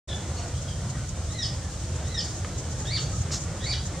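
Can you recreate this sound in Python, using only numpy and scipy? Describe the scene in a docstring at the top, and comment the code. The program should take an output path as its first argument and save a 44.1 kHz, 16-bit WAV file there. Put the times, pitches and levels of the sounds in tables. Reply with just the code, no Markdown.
"""A bird gives four squeaky chirps, two slurred down and two arched, near a silent owl in a leafy tree.
Each chirp is a harmonic whistle shaped by the resonances of throat and beak, and scattering among the
trees prolongs it briefly. Fainter peeps come before and between the chirps. Distant traffic rumbles,
something brushes the leaves once, a twig clicks twice in damped modes, and the camera's lens
mechanism hisses and ticks softly."""
import sys
import numpy as np
from scipy import signal
from scipy.fft import rfft, irfft, next_fast_len
from scipy.io import wavfile
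from scipy.ndimage import uniform_filter1d, map_coordinates

SR = 44100
rng = np.random.default_rng(int(sys.argv[2]) if len(sys.argv) > 2 else 0)


def dump(signal):
    """Clip the signal to [-1, 1] and save it as 16-bit WAV at the path in sys.argv[1]."""
    limited = np.clip(np.atleast_2d(signal).T, -1, 1)
    pcm = np.round(limited * 32767).astype(np.int16)
    wavfile.write(sys.argv[1], SR, pcm)


N = 176400

# spectra of traffic rumble, air, lens hiss, lens ticks and leaves: (frequency [Hz], relative level [dB])
RUMBLE_SPECTRUM = [(12, -49), (20, -28), (59, -3), (82, 1.5), (128, -3), (189, -12.5), (221, -19.5),
                   (262, -23.5), (300, -22.5), (390, -40), (660, -120)]
AIR_SPECTRUM = [(130, -32), (220, -2.5), (237, -4), (264, -5.5), (291, -3.5), (353, -0.5), (394, -5),
                (514, -0.5), (759, -4.5), (878, -8.5), (1430, -9.5), (1710, -13.5), (1860, -12),
                (2150, -15), (4000, -21.5), (5200, -32), (8800, -120)]
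HISS_SPECTRUM = [(1500, -43), (3000, -5.5), (4500, -3.5), (6600, 3), (8000, 0.5), (8900, -2.5), (9500, -15),
                 (11000, -21), (15500, -32)]
TICK_SPECTRUM = [(2000, -24), (4500, -8), (5700, 2), (7000, 8), (8300, -6), (10000, -17.5), (15500, -37)]
BRUSH_SPECTRUM = [(300, -14), (1000, -7.5), (2400, -14), (3800, -4), (5300, 3), (7300, 2.5), (8800, -14),
                  (10500, -22.5), (15500, -43)]
# envelopes of rumble, air and brushed leaves: (time [s], level [dB])
RUMBLE_ENVELOPE = [(0, -31.5), (1.2, -32.5), (1.42, -29.5), (1.7, -33), (2.1, -32), (2.7, -31), (4, -30.5)]
AIR_ENVELOPE = [(0, -42), (1.2, -44), (2, -43), (3, -42.5), (4, -42.5)]
BRUSH_ENVELOPE = [(3.3, -64), (3.316, -36), (3.322, -29.5), (3.34, -29), (3.36, -33), (3.38, -35.5),
                  (3.4, -55), (3.47, -62)]
# left-right likeness of traffic and lens hiss: (frequency [Hz], correlation [-1 to 1])
TRAFFIC_CORRELATION = [(60, 1), (160, 0.99), (450, 0.96), (1200, 0.92), (2000, 0.72), (3500, 0.89)]
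HISS_CORRELATION = [(3300, 0.53), (5500, 0.19), (7000, -0.22), (9000, -0.4), (15000, 0.26)]
# ticks of the lens: (centre time [s], duration [s], level [dB])
LENS_TICKS = [(0.162, 0.029, -42), (0.485, .012, -43), (.628, .012, -41), (0.905, .012, -37.5),
              (1.095, .012, -38), (1.326, .02, -41), (1.745, .02, -46), (1.962, 0.0097, -41),
              (2.082, .025, -44), (2.25, 0.022, -38), (2.295, 0.042, -42), (2.364, 0.046, -40.5),
              (2.592, 0.028, -38), (2.722, 0.033, -41.5), (2.807, 0.044, -40), (2.883, .04, -42),
              (3.02, 0.059, -36.5), (3.16, 0.1, -40.5), (3.22, 0.011, -42), (3.418, 0.059, -39),
              (3.656, 0.033, -40), (3.693, .03, -41), (3.866, 0.024, -37)]
# modes of the twig: (frequency [Hz], relative level [dB], time to decay by 60 dB [s])
TWIG_MODES = [(540, -14, .02), (1280, -11.5, 0.033), (1780, -5, 0.0066), (2200, -10, .008),
              (3040, -14, 0.013)]
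# clicks of the twig: (time [s], gain [dB])
TWIG_CLICKS = [(2.4475, -25), (3.3075, -30)]
# faint peeps: (time [s], duration [s], pitch [Hz], glide [octaves], gain [dB],
# third harmonic relative to second at the source [dB], rasp [0-1])
PEEP_NOTES = [(.083, 0.0546, 1754, -0.078, -34, -19, 0.87), (.365, 0.026, 2227, 0.0049, -34, 8, 0.46),
              (.378, 0.023, 2830, -0.065, -40, -7, 0.6), (.53, 0.057, 1625, 0.177, -46.5, -8, .4),
              (.672, 0.048, 1599, -0.12, -41.5, -4, 0.05), (2.515, 0.043, 2010, 0.005, -46, -14, 0.3)]
# dull notes of far birds: (time [s], duration [s], pitch [Hz], glide [octaves], level [dB])
FAR_BIRD_NOTES = [(.8, 0.071, 1380, -0.078, -58), (0.924, .05, 1910, 0.0015, -51),
                  (.945, 0.097, 1497, -0.106, -50), (1.614, 0.059, 1760, -0.12, -51),
                  (2.972, 0.031, 1264, 0.062, -45.5), (3.118, 0.048, 1253, -0.061, -49)]
# resonances of throat and beak: (frequency [Hz], gain [dB])
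THROAT_RESPONSE = [(1300, -4.5), (1900, -9), (2400, -8.5), (2800, -0.5), (3700, -2), (4700, -2.5),
                   (5400, 3.5), (6200, -16.5), (9500, -13), (12000, -32)]
# slurred and arched chirps: (time of pitch peak [s], peak pitch [Hz], gain [dB])
SLUR_CALLS = [(1.352, 2083, -24.5), (2.108, 2061, -25)]
ARCH_CALLS = [(2.937, 2331, -23), (3.692, 2400, -23.5)]
# pitch contours: (time from pitch peak [s], pitch over peak pitch [ratio])
SLUR_CONTOUR = [(-.075, .83), (-.045, .91), (0, 1), (.023, .96), (.043, .92), (.062, .89), (.078, .83),
                (.094, .745), (.11, .68)]
ARCH_CONTOUR = [(-.09, .68), (-.062, .78), (-.04, .82), (-.022, .94), (.003, 1), (.02, .965), (.034, .79),
                (.052, .6)]
# course of a chirp: (time from pitch peak [s], effort [dB], spectral tilt [dB per harmonic], rasp [0-1])
SLUR_COURSE = [(-.075, -23, -6, 0.53), (0, -17.5, -6, .2), (.023, -16, -5.5, 0.05), (0.042, -2, -2.5, 0.2),
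               (0.061, -7.5, -7, 0.1), (0.079, -5, 6.5, .3), (0.093, -8.5, 5.5, 0.6), (.108, -19, 14, 0.3)]
ARCH_COURSE = [(-.09, -17.5, -4, 0.46), (-.062, -12, -3, 0.47), (-.04, -8, -4, 0.55),
               (-.022, -5.5, -2, 0.56), (.003, 0.5, -0.5, .3), (.02, -0.5, 3.5, .45),
               (0.033, -2.5, 0, 0.94), (.052, -6, 5, 1)]
# source harmonics, from the fundamental upward: (relative level [dB])
SLUR_HARMONICS = [-4.5, -1, 0.5, -5.5, -21]
ARCH_HARMONICS = [-4, 0.5, -6.5, -19, -24]

# random modulation of the voice: pitch depth as a fraction, level depth, knots a second
WAVER_JITTER, WAVER_DB, WAVER_RATE = 0.0054, 2.5, 260
RASP_JITTER, RASP_DB, RASP_RATE = 0.06, 3, 1300
BRANCHES_T60_S, BRANCHES_DB = 0.043, -2.5
TREES_T60_S, SCATTER_RISE_S, SCATTER_CORRELATION = 0.37, 0.0035, 0.82
BALANCE_DB = 0.6  # right over left


def amp(db):
    """Amplitude ratio: a factor of ten for every 20 dB."""
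    return 10 ** (np.asarray(db) / 20)


def unit_rms(x):
    """Normalisation to unit mean power."""
    return x / np.sqrt(np.mean(x ** 2) + 1e-20)


def at_frequency(points, hz):
    """Interpolation of (frequency [Hz], value) points on a logarithmic axis."""
    knots_hz, values = np.transpose(points)
    return np.interp(np.log(hz + 1), np.log(knots_hz + 1), values)


def clock(size=N):
    """Uniform sampling: the time of each sample in seconds."""
    return np.arange(size) / SR


def wobble(rate, size=N):
    """Smooth random modulation: a spline through `rate` Gaussian knots a second."""
    return map_coordinates(rng.standard_normal(4096), [np.arange(size) * rate / SR], mode="wrap")


def filtered(x, response):
    """Linear filtering: the spectrum is multiplied by a frequency response."""
    size = next_fast_len(N + SR // 2)
    return irfft(rfft(x, size) * response(np.fft.rfftfreq(size, 1 / SR)), size)[..., :N]


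def mid_side_gains(correlation):
    """The division of power between independent mid and side signals sets the left-right correlation."""
    angle = np.arccos(np.clip(correlation, -1, 1)) / 2
    return np.vstack([np.cos(angle), np.sin(angle)])


def noise(spectrum, correlation):
    """Spectral shaping of white noise gives partly coherent stereo noise of unit power."""
    def response(hz):
        return amp(at_frequency(spectrum, hz)) * mid_side_gains(at_frequency(correlation, hz))
    mid, side = filtered(rng.standard_normal((2, N)), response)
    return unit_rms(np.array([mid + side, mid - side]))


def add(track, start_s, sound):
    """Superposition: a sound adds to the track from its starting time."""
    part = track[:, max(round(start_s * SR), 0):][:, :sound.shape[-1]]
    part += sound[..., :part.shape[-1]]


def band_fading(x, depth_db):
    """Frequency-selective fading: narrow bands swell and fade independently."""
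    bands = signal.stft(x, nperseg=2048)[2]
    fading = uniform_filter1d(rng.standard_normal(bands.shape[1:]), size=3, axis=0)  # over frequency
    fading = uniform_filter1d(fading, size=5, axis=1)  # over time
    faded = signal.istft(bands * amp(depth_db * unit_rms(fading)), nperseg=2048)[1]
    return unit_rms(faded[:, :N])


def distant_traffic():
    """Slowly modulated noise: a low rumble under a soft, broader wash of air."""
    rumble_db = np.interp(clock(), *np.transpose(RUMBLE_ENVELOPE)) + wobble(5.1)
    rumble = amp(rumble_db) * noise(RUMBLE_SPECTRUM, TRAFFIC_CORRELATION)
    air_db = np.interp(clock(), *np.transpose(AIR_ENVELOPE)) + 1.24 * wobble(12)
    air = amp(air_db) * band_fading(noise(AIR_SPECTRUM, TRAFFIC_CORRELATION), depth_db=1.9)
    return rumble + air


def lens_mechanism():
    """Amplitude modulation of treble noise: an uneven hiss, and Gaussian pulses for scratchy ticks."""
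    t = clock()
    hiss = amp(-43 + 0.64 * wobble(35) + 0.13 * wobble(4)) * noise(HISS_SPECTRUM, HISS_CORRELATION)
    pulses = sum(amp(db) * np.exp(-2 * ((t - s) / length) ** 2) for s, length, db in LENS_TICKS)
    ticks = pulses * amp(1.1 * wobble(300)) * noise(TICK_SPECTRUM, correlation=[(7000, -0.3)])
    return hiss + ticks


def brushed_leaves():
    """Friction noise: one quick swish, made grainy by rapid amplitude modulation."""
    level_db = np.interp(clock(), *np.transpose(BRUSH_ENVELOPE), left=-120, right=-120)
    grain_db = 1.3 * wobble(500)
    return amp(level_db + grain_db) * noise(BRUSH_SPECTRUM, correlation=[(1000, 0.98), (8000, 0.93)])


def among_trees(x, trees_db):
    """Scattering: the direct sound gains a short tail from near branches and a longer one from trees."""
    t = clock(SR // 2)
    paths = 1. * (t == 0)
    for t60, db in (BRANCHES_T60_S, BRANCHES_DB), (TREES_T60_S, trees_db):
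        envelope = amp(-60 * t / t60) * (1 - np.exp(-t / SCATTER_RISE_S))
        mid, side = rng.standard_normal((2, len(t))) * envelope * mid_side_gains(SCATTER_CORRELATION)
        paths = paths + amp(db) * np.array([mid + side, mid - side]) / np.linalg.norm([mid, side])
    return signal.fftconvolve(x[None], paths / np.linalg.norm(paths[0]), axes=1)


def twig():
    """Damped free vibration: the modes of a nearby twig die away so fast that they sound as a click."""
    out, t = np.zeros((2, N)), clock(SR // 10)
    ring = sum(amp(db - 60 * t / t60) * np.sin(2 * np.pi * hz * t) for hz, db, t60 in TWIG_MODES)
    for start_s, db in TWIG_CLICKS:
        add(out, start_s, amp(db) * ring)
        add(out, start_s, among_trees(amp(db + 0.5) * ring, trees_db=2))
    return out


def glide(hz, octaves, length_s):
    """Exponential sweep: the pitch passes through hz at a constant rate in octaves."""
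    return hz * 2 ** (octaves * np.linspace(-.5, .5, round(length_s * SR)))


def bird_voice(pitch, effort_db, harmonics_db, rasp, tilt_db=0, ramp_s=0.0037):
    """Source and filter: harmonics sweep through the throat's resonances; rasp shakes pitch and level."""
    size = len(pitch)
    t = clock(size)
    jitter = WAVER_JITTER * wobble(WAVER_RATE, size) + RASP_JITTER * rasp * wobble(RASP_RATE, size)
    phase = 2 * np.pi * np.cumsum(pitch * (1 + jitter)) / SR
    tone = np.zeros(size)
    for k, db in enumerate(harmonics_db, 1):
        source_db = db + tilt_db * (k - 2)  # the tilt pivots on the second harmonic
        tone += amp(source_db + at_frequency(THROAT_RESPONSE, k * pitch)) * np.sin(k * phase)
    ramps = np.clip(np.minimum(t, t[-1] - t) / ramp_s, 0, 1)
    flutter_db = WAVER_DB * wobble(WAVER_RATE, size) + RASP_DB * rasp * wobble(RASP_RATE, size)
    return tone * ramps * amp(effort_db + flutter_db)


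def peeps():
    """Attenuation with distance: short notes are faint, and the farthest keep only their fundamental."""
    out = np.zeros((2, N))
    for start_s, length_s, hz, octaves, db, third_db, rasp in PEEP_NOTES:
        note = bird_voice(glide(hz, octaves, length_s), db, harmonics_db=[-4.5, 0, third_db], rasp=rasp)
        add(out, start_s, among_trees(note, trees_db=3))
    for start_s, length_s, hz, octaves, db in FAR_BIRD_NOTES:
        note = bird_voice(glide(hz, octaves, length_s), effort_db=0, harmonics_db=[0], rasp=0.43)
        add(out, start_s, among_trees(amp(db) * unit_rms(note), trees_db=2))
    return out


def chirps(calls, contour, course, harmonics_db):
    """Frequency modulation: each chirp climbs to its peak pitch, then brightens and rasps as it falls."""
    out = np.zeros((2, N))
    times, *columns = np.transpose(course)
    t = np.arange(times[0], times[-1], 1 / SR)
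    pitch_ratio = np.interp(t, *np.transpose(contour))
    effort_db, tilt_db, rasp = [np.interp(t, times, column) for column in columns]
    for peak_s, peak_hz, db in calls:
        chirp = bird_voice(peak_hz * pitch_ratio, db + effort_db, harmonics_db, rasp, tilt_db)
        add(out, peak_s + times[0], among_trees(chirp, trees_db=3))
    return out


def scene():
    """A level difference between the ears sets the outdoor sounds slightly right; the lens is central."""
    slurs = chirps(SLUR_CALLS, SLUR_CONTOUR, SLUR_COURSE, SLUR_HARMONICS)
    arches = chirps(ARCH_CALLS, ARCH_CONTOUR, ARCH_COURSE, ARCH_HARMONICS)
    outdoors = slurs + arches + peeps() + twig() + brushed_leaves() + distant_traffic()
    return outdoors * amp([[-BALANCE_DB / 2], [BALANCE_DB / 2]]) + lens_mechanism()


def record(dry):
    """Gating and band limiting: the sound enters after a moment, stops at the end and is low-passed."""
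    start_s, fade_in_s, fade_out_s, cutoff_hz = 0.0741, 0.017, 0.003, 15740
    t = clock()
    gate = np.clip(np.minimum((t - start_s) / fade_in_s, (t[-1] - t) / fade_out_s), 0, 1)
    return filtered(dry * gate, lambda hz: hz < cutoff_hz)


dry = scene()
out = record(dry)
dump(out)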